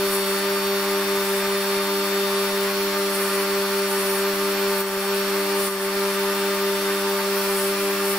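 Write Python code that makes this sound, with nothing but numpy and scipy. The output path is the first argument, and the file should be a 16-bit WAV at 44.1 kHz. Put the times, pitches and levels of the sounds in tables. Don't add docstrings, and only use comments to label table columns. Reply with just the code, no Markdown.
import sys
import numpy as np
from scipy import signal
from scipy.fft import rfft, irfft, next_fast_len
from scipy.io import wavfile
from scipy.ndimage import uniform_filter1d, map_coordinates

SR = 44100
rng = np.random.default_rng(int(sys.argv[2]) if len(sys.argv) > 2 else 0)


def linear_from_db(decibels):
    return 10 ** (np.asarray(decibels, float) / 20)


def to_wav(s):
    ch = np.atleast_2d(s).T
    pcm = np.round(np.clip(ch, -1, 1) * 32767)
    wavfile.write(sys.argv[1], SR, pcm.astype(np.int16))


N = 360738
DRIVE_HZ, FAN_HZ, GUIDE_HZ, MOTOR_HZ = 197.17, 199.485, 302.01, 299.98
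RATTLE_HZ, CONTACT_WHEEL_HZ = 100.2, 32.75


def unit(x):
    return x / np.sqrt(np.mean(x ** 2) + 1e-20)


def along(points, hz):
    f, value = np.transpose(points)
    return np.interp(np.log(hz + 1), np.log(f + 1), value)


def curves(rows):
    s, *columns = np.transpose(rows)
    return [np.interp(np.arange(N) / SR, s, column) for column in columns]


def wobble(rate):
    knots = rng.standard_normal(int(N * rate / SR) + 4)
    smooth = map_coordinates(knots, [np.arange(0, N, 32) * rate / SR])
    return np.repeat(smooth, 32)[:N].astype(np.float32)


def repeating(turn_hz, likeness):
    def response(hz):
        kept = np.clip(likeness(hz), 0, .9)
        return 1 / (1 - kept * np.exp(-2j * np.pi * hz / turn_hz))
    return response


def rush(spectrum, source=None, comb=lambda hz: 1):
    # f/Hz, correlation/1
    ear_likeness = [(100, 0.79), (290, 0.91), (640, 0.83), (1400, 0.78), (3100, 0.15), (5000, 0.18),
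                    (7000, 0.1), (10000, 0.66), (15000, 0.63)]
    pair = rng.standard_normal((2, N)) if source is None else source
    m = next_fast_len(N, True)
    hz = np.fft.rfftfreq(m, 1 / SR)
    turn = np.arccos(np.clip(along(ear_likeness, hz), -1, 1)) / 2
    coloured = rfft(pair, m) * linear_from_db(along(spectrum, hz)) * comb(hz)
    mid, side = irfft(coloured * [np.cos(turn), np.sin(turn)], m)[:, :N]
    return unit(np.array([mid + side, mid - side]))


def hum(orders, turns, base_hz, trim_db, lag=0., waver=0.25):
    out = np.zeros((2, N), np.float32)
    for k, db, pan_db, lead in orders:
        height = min(.07 + k * base_hz / 3000, 1.1)
        cycles = k * turns - lag * (k - 1)
        phase = (2 * np.pi * (cycles - np.floor(cycles))).astype(np.float32)
        phase = phase + height * 1.6 * waver * wobble(7)
        peak = np.float32(linear_from_db(db + trim_db) * np.sqrt(2))
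        size = peak * np.abs(1 + height * waver * wobble(6))
        for channel, side in enumerate((1 / 2, -1 / 2)):
            out[channel] += size * float(linear_from_db(side * pan_db)) * np.cos(phase + side * lead)
    return out


def drag():
    # slowing from t/s, slowest t/s, free again t/s, peak load/%
    loads = [
        (-.04, .314, .4, .95),
        (1.17, 1.347, 1.449, .46),
        (3.055, 3.349, 3.471, .67),
        (3.858, 4.106, 4.26, 1.13),
        (4.712, 4.964, 5.039, 1.32),
        (5.612, 5.784, 5.928, 1.39),
        (7.433, 7.651, 7.7, .96),
        (8.06, 8.13, 8.2, .3),
    ]
    t = np.arange(N) / SR
    loss = np.zeros(N)
    for start, slowest, free, percent in loads:
        loss += percent * np.sin(np.interp(t, [start, slowest, free], [0, np.pi / 2, 0]))
    return np.pi / 4 * loss


def wheels(clock):
    # multiple/1, level/dB, left-right/dB, left lead/rad
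    drive_orders = [(1, -34, 0, 0.0), (2, -26, 1, -0.0), (3, -35, 0, 0.0), (4, -54, 4, 0.2),
                    (5, -51, -1, 1.0), (6, -42, -3, 0.7), (7, -42, -3, 0.5), (8, -49, 4, -0.0),
                    (9, -49, -9, 0.8), (10, -51, 0, 1.5), (11, -53, 1, 0.5), (12, -54, -3, 0.6)]
    fan_orders = [(2, -38, 0, -0.1), (4, -46, -6, -0.3), (6, -44, 3, 0.4), (10, -52, 5, 1.0)]
    guide_orders = [(3, -41, 2, -0.2), (4, -41.5, 4, 0.4), (5, -48, 1, -0.3), (6, -54, -4, -0.7)]
    # f/Hz, level/dB, left-right/dB, left lead/rad
    bearing_tones = [(497, -57, 0, 0), (596, -50, 0, 0), (636, -53, 0, -.3), (709, -58, -1, .3),
                     (995, -55, 0, .3), (1102.8, -46, -5, .8), (1287.5, -50, 0, .5), (1609.8, -50, 2, .2),
                     (1204.7, -50, 0, .4), (1807, -49, -2, 0), (2402, -49.5, 1, .3), (2655, -50, 3, .1),
                     (2955, -57, 2, .5), (3154, -56, 0, .5), (4800, -56, -2, .5), (2793, -53, 7, 1.7),
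                     (3352, -54, 9, .6), (4397, -54, -1, 1.2)]
    drive = DRIVE_HZ * clock + .25
    fan = FAN_HZ * np.arange(N) / SR + .175
    thumps = hum(drive_orders, drive, DRIVE_HZ, 0., lag=1 / 4)
    thumps += hum(fan_orders, fan, DRIVE_HZ, -1.2, lag=1 / 4, waver=0.24)
    shoulder = hum([(2, -52, 0, .2)], 2 * fan - drive + 1 / 4, DRIVE_HZ, .1, lag=1 / 4)
    guide = hum(guide_orders, GUIDE_HZ * clock, GUIDE_HZ, 0.09)
    return thumps + shoulder + guide + hum(bearing_tones, clock, 1, -0.077)


def rattle(clock):
    # f/Hz, density/dB
    frame_colour = [(150, -19.5), (250, -13), (500, -8.5), (740, -7.5), (1000, -1.5), (1200, -3),
                    (1800, -5), (2500, -7.5), (3300, -20.5), (5000, -63)]
    comb = repeating(RATTLE_HZ, lambda hz: (.62 - hz / 14000) * (hz > 750))
    steady = rush(frame_colour, comb=comb)
    dragged = np.array([np.interp(clock * SR, np.arange(N), channel) for channel in steady])
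    return linear_from_db(-32 + 0.46 * wobble(4.5) + 0.57 * wobble(14)) * dragged


def belt_rush(near):
    # f/Hz, density/dB
    belt_colour = [(700, -40), (1500, -0.5), (3000, 0.5), (4500, -0.5), (5700, 1), (5950, -4.5),
                   (7300, -7.5), (9000, -9.5)]
    fizz_colour = [(5000, -53), (7400, -1), (8500, 1.5), (10200, 1.5), (11000, 6), (12000, -0.5),
                   (14000, 4), (16000, -2)]
    motor_comb = repeating(MOTOR_HZ, lambda hz: .22)
    contact_comb = repeating(CONTACT_WHEEL_HZ, lambda hz: .25)
    air = near * linear_from_db(2.0 + 0.2 * wobble(7)) * rush(belt_colour, comb=repeating(RATTLE_HZ, lambda hz: .25))
    return air + linear_from_db(-34.0) * rush(fizz_colour, comb=lambda hz: motor_comb(hz) * contact_comb(hz))


def motor(clock):
    # multiple/1, level/dB, left-right/dB, left lead/rad
    motor_orders = [(2, -51, 4, 0.1), (3, -50, 2, -0.3), (5, -50, 2, 0.8), (6, -49, -10, -3.1),
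                    (7, -53, -7, 2.9), (8, -50, 1, 0.3), (9, -50, 1, 0.6), (10, -53, 9, 0.7),
                    (11, -51, 2, 1.5), (12, -44, 2, -0.4), (13, -46, 1, -1.9), (14, -45, -9, -0.7),
                    (15, -40, 1, -1.3), (16, -53, 6, 2.4), (18, -53, 11, 0.9), (19, -57, 0, 0.1),
                    (23, -57, -2, -0.9), (26, -57, 4, -0.2), (31, -59, 5, 1.9), (35, -56, 4, 0.3),
                    (36, -51, 0, 0.0), (42, -57, 0, 0.6), (44, -58, 2, 0.1), (45, -58, 0, 0.1),
                    (46, -56, 2, 0.0), (47, -59, 1, -0.0), (49, -52, 4, 0.4), (50, -52, 3, 0.3),
                    (52, -59, 3, 0.2)]
    # f/Hz, level/dB, turns at the start/1
    throb_tones = [
        (MOTOR_HZ, -51, .04),
        (301.16, -48.9, -.28),
        (GUIDE_HZ, -49.5, .02),
    ]
    # t/s, level/dB
    distance = [
        (0, -33),
        (2.6, -33),
        (3.3, -33),
        (5.2, -33.5),
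        (8.18, -33),
    ]
    # t/s, order 12/dB, order 14/dB, order 15/dB
    whine_levels = [
        (0, -44, -46, -38),
        (1.2, -44.5, -50, -43),
        (2.2, -41.5, -53, -38.5),
        (2.6, -43, -48, -40.5),
        (2.7, -50, -45, -41.5),
        (5.9, -48.5, -48.5, -41.5),
        (6.1, -46, -51, -44),
        (7.1, -46, -52, -43.5),
        (7.35, -52, -48, -46),
        (8.18, -56, -51, -43),
    ]
    shade_db = (2, 14, 1)
    turns, near = MOTOR_HZ * clock, linear_from_db(curves(distance)[0])
    air = belt_rush(near)
    throb = sum(linear_from_db(db) * np.sqrt(2) * np.cos(2 * np.pi * (hz * clock + start)) for hz, db, start in throb_tones)

    strong = dict(zip((12, 14, 15), curves(whine_levels) - np.outer(shade_db, drag())))
    strong[13] = strong[12] - 5.5
    slots = [(k, strong[k], *ear) for k, _, *ear in motor_orders if k in strong]
    loud = hum(slots, turns, MOTOR_HZ, 2.1, waver=0.088)

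    listed = [(k, db + 2.5 * (k > 20), *ear) for k, db, *ear in motor_orders if k not in strong]
    named = [row[0] for row in motor_orders]
    faint = [(k, -61, 0, 0) for k in range(24, 42) if k not in named]
    weak = near * hum(listed + faint, turns, MOTOR_HZ, 31.9, waver=0.16)
    return loud + weak + air * linear_from_db(0.17 * np.cos(2 * np.pi * turns)) + throb


def sanding():
    # touch t/s, lift t/s, wood hiss level/dB, grit hiss level/dB
    strokes = [
        (0, 0.398, -40, -42),
        (1.19, 1.4, -39.5, -43),
        (3.13, 3.417, -36.5, -43),
        (3.91, 4.19, -36, -39),
        (4.724, 5.045, -39, -41),
        (5.602, 5.87, -36.5, -38),
        (7.38, 7.68, -38.5, -39),
        (8.06, 8.2, -37, -39),
    ]
    # t/s, wood hiss level/dB, grit hiss level/dB
    bites = [
        (.15, -31.5, -29),
        (.38, -44, -38),
        (3.16, -35, -38),
        (4.16, -39, -44),
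        (4.81, -36, -32),
        (5.685, -33, -35),
        (7.37, -39, -36),
        (7.47, -53, -37),
        (7.654, -30.5, -37),
        (8.12, -40, -40),
    ]
    # f/Hz, density/dB
    wood_colour = [(3000, -24), (6500, -9), (8000, -2), (9800, 5.5), (11500, 0), (14000, -14)]
    grit_colour = [(8000, -39), (11000, -9), (13000, 6), (15000, 8), (16000, -11)]
    touch_s, lift_s, dig_db_per_s, slip_db_per_s = 0.051, 0.03, 153, 350
    t = np.arange(N) / SR
    held, dug = np.zeros((2, N)), np.zeros((2, N))
    for touch, lift, *db in strokes:
        press = np.interp(t, [touch - touch_s, touch, lift, lift + lift_s], [0, 1, 1, 0])
        held += linear_from_db(db)[:, None] * press
    for s, *db in bites:
        dug += linear_from_db(db)[:, None] * linear_from_db(np.minimum(dig_db_per_s * (t - s), slip_db_per_s * (s - t)))
    wood_gain, grit_gain = np.hypot(held, dug)
    wood = wood_gain * linear_from_db(1.2 + 1.5 * wobble(40) + .7 * wobble(12)) * rush(wood_colour)
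    grit = grit_gain * linear_from_db(-1. + 1.6 * wobble(40) + .8 * wobble(12)) * rush(grit_colour)
    return wood + grit


def low_ticks():
    # f/Hz, density/dB
    thud_colour = [(15, 4), (40, -8), (100, -1), (170, -2.5), (400, -23)]
    ticks = 0.019 * rng.standard_normal((2, N))
    at = (np.arange(0, N / SR, 1 / 30) + rng.uniform(0, .012, 246)) * SR
    ticks[:, at.astype(int)] += rng.standard_normal((2, len(at)))
    return linear_from_db(-54.5) * rush(thud_colour, source=ticks)


def scene():
    clock = np.cumsum(1 - drag() / 100) / SR + 1.5e-5 * wobble(5)
    return wheels(clock) + rattle(clock) + motor(clock) + sanding() + low_ticks()


def gain_control():
    # t/s, depth/dB, fall/s, easing to under half the depth/s
    ducks = [
        (4.812, -3.5, 0.014, 0.2),
        (5.678, -4.5, .018, 0.19),
    ]
    t = np.arange(N) / SR
    duck_db = np.zeros(N)
    for s, db, fall, ease in ducks:
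        at = [s, s + fall, s + 0.49 * ease, s + ease, s + ease + 0.12]
        duck_db += np.interp(t, at, [0, db, 0.73 * db, 0.44 * db, 0])
    return duck_db


def patches(x, depth_db, over_hz):
    top_hz, band_bins = 15760, 14
    hz, t, z = signal.stft(x, SR, nperseg=1024)
    bands = uniform_filter1d(rng.standard_normal((len(hz) // band_bins + 1, len(t))), size=3, axis=1)
    treble = uniform_filter1d(np.abs(z[0, hz > over_hz]).mean(axis=0), size=9)
    faint = np.clip(np.median(treble) / treble, 0, 1.2) ** 4
    thinned_db = -depth_db * faint * np.clip(unit(bands) - .3, 0, None) ** 2
    thinned_db = np.repeat(thinned_db, band_bins, axis=0)[:len(hz)]
    gain = linear_from_db(thinned_db * (hz[:, None] > over_hz))
    return signal.istft(z * gain * (hz[:, None] < top_hz), SR, nperseg=1024)[1][:, :N]


def top_cut(x):
    return signal.sosfilt(signal.butter(12, 15960, fs=SR, output="sos"), x)


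def record(dry):
    ducked = dry * linear_from_db(gain_control() + [[.1], [-.1]])
    camera = patches(ducked, depth_db=11, over_hz=7500)
    return top_cut(camera)


dry = scene()
out = record(dry)
to_wav(out)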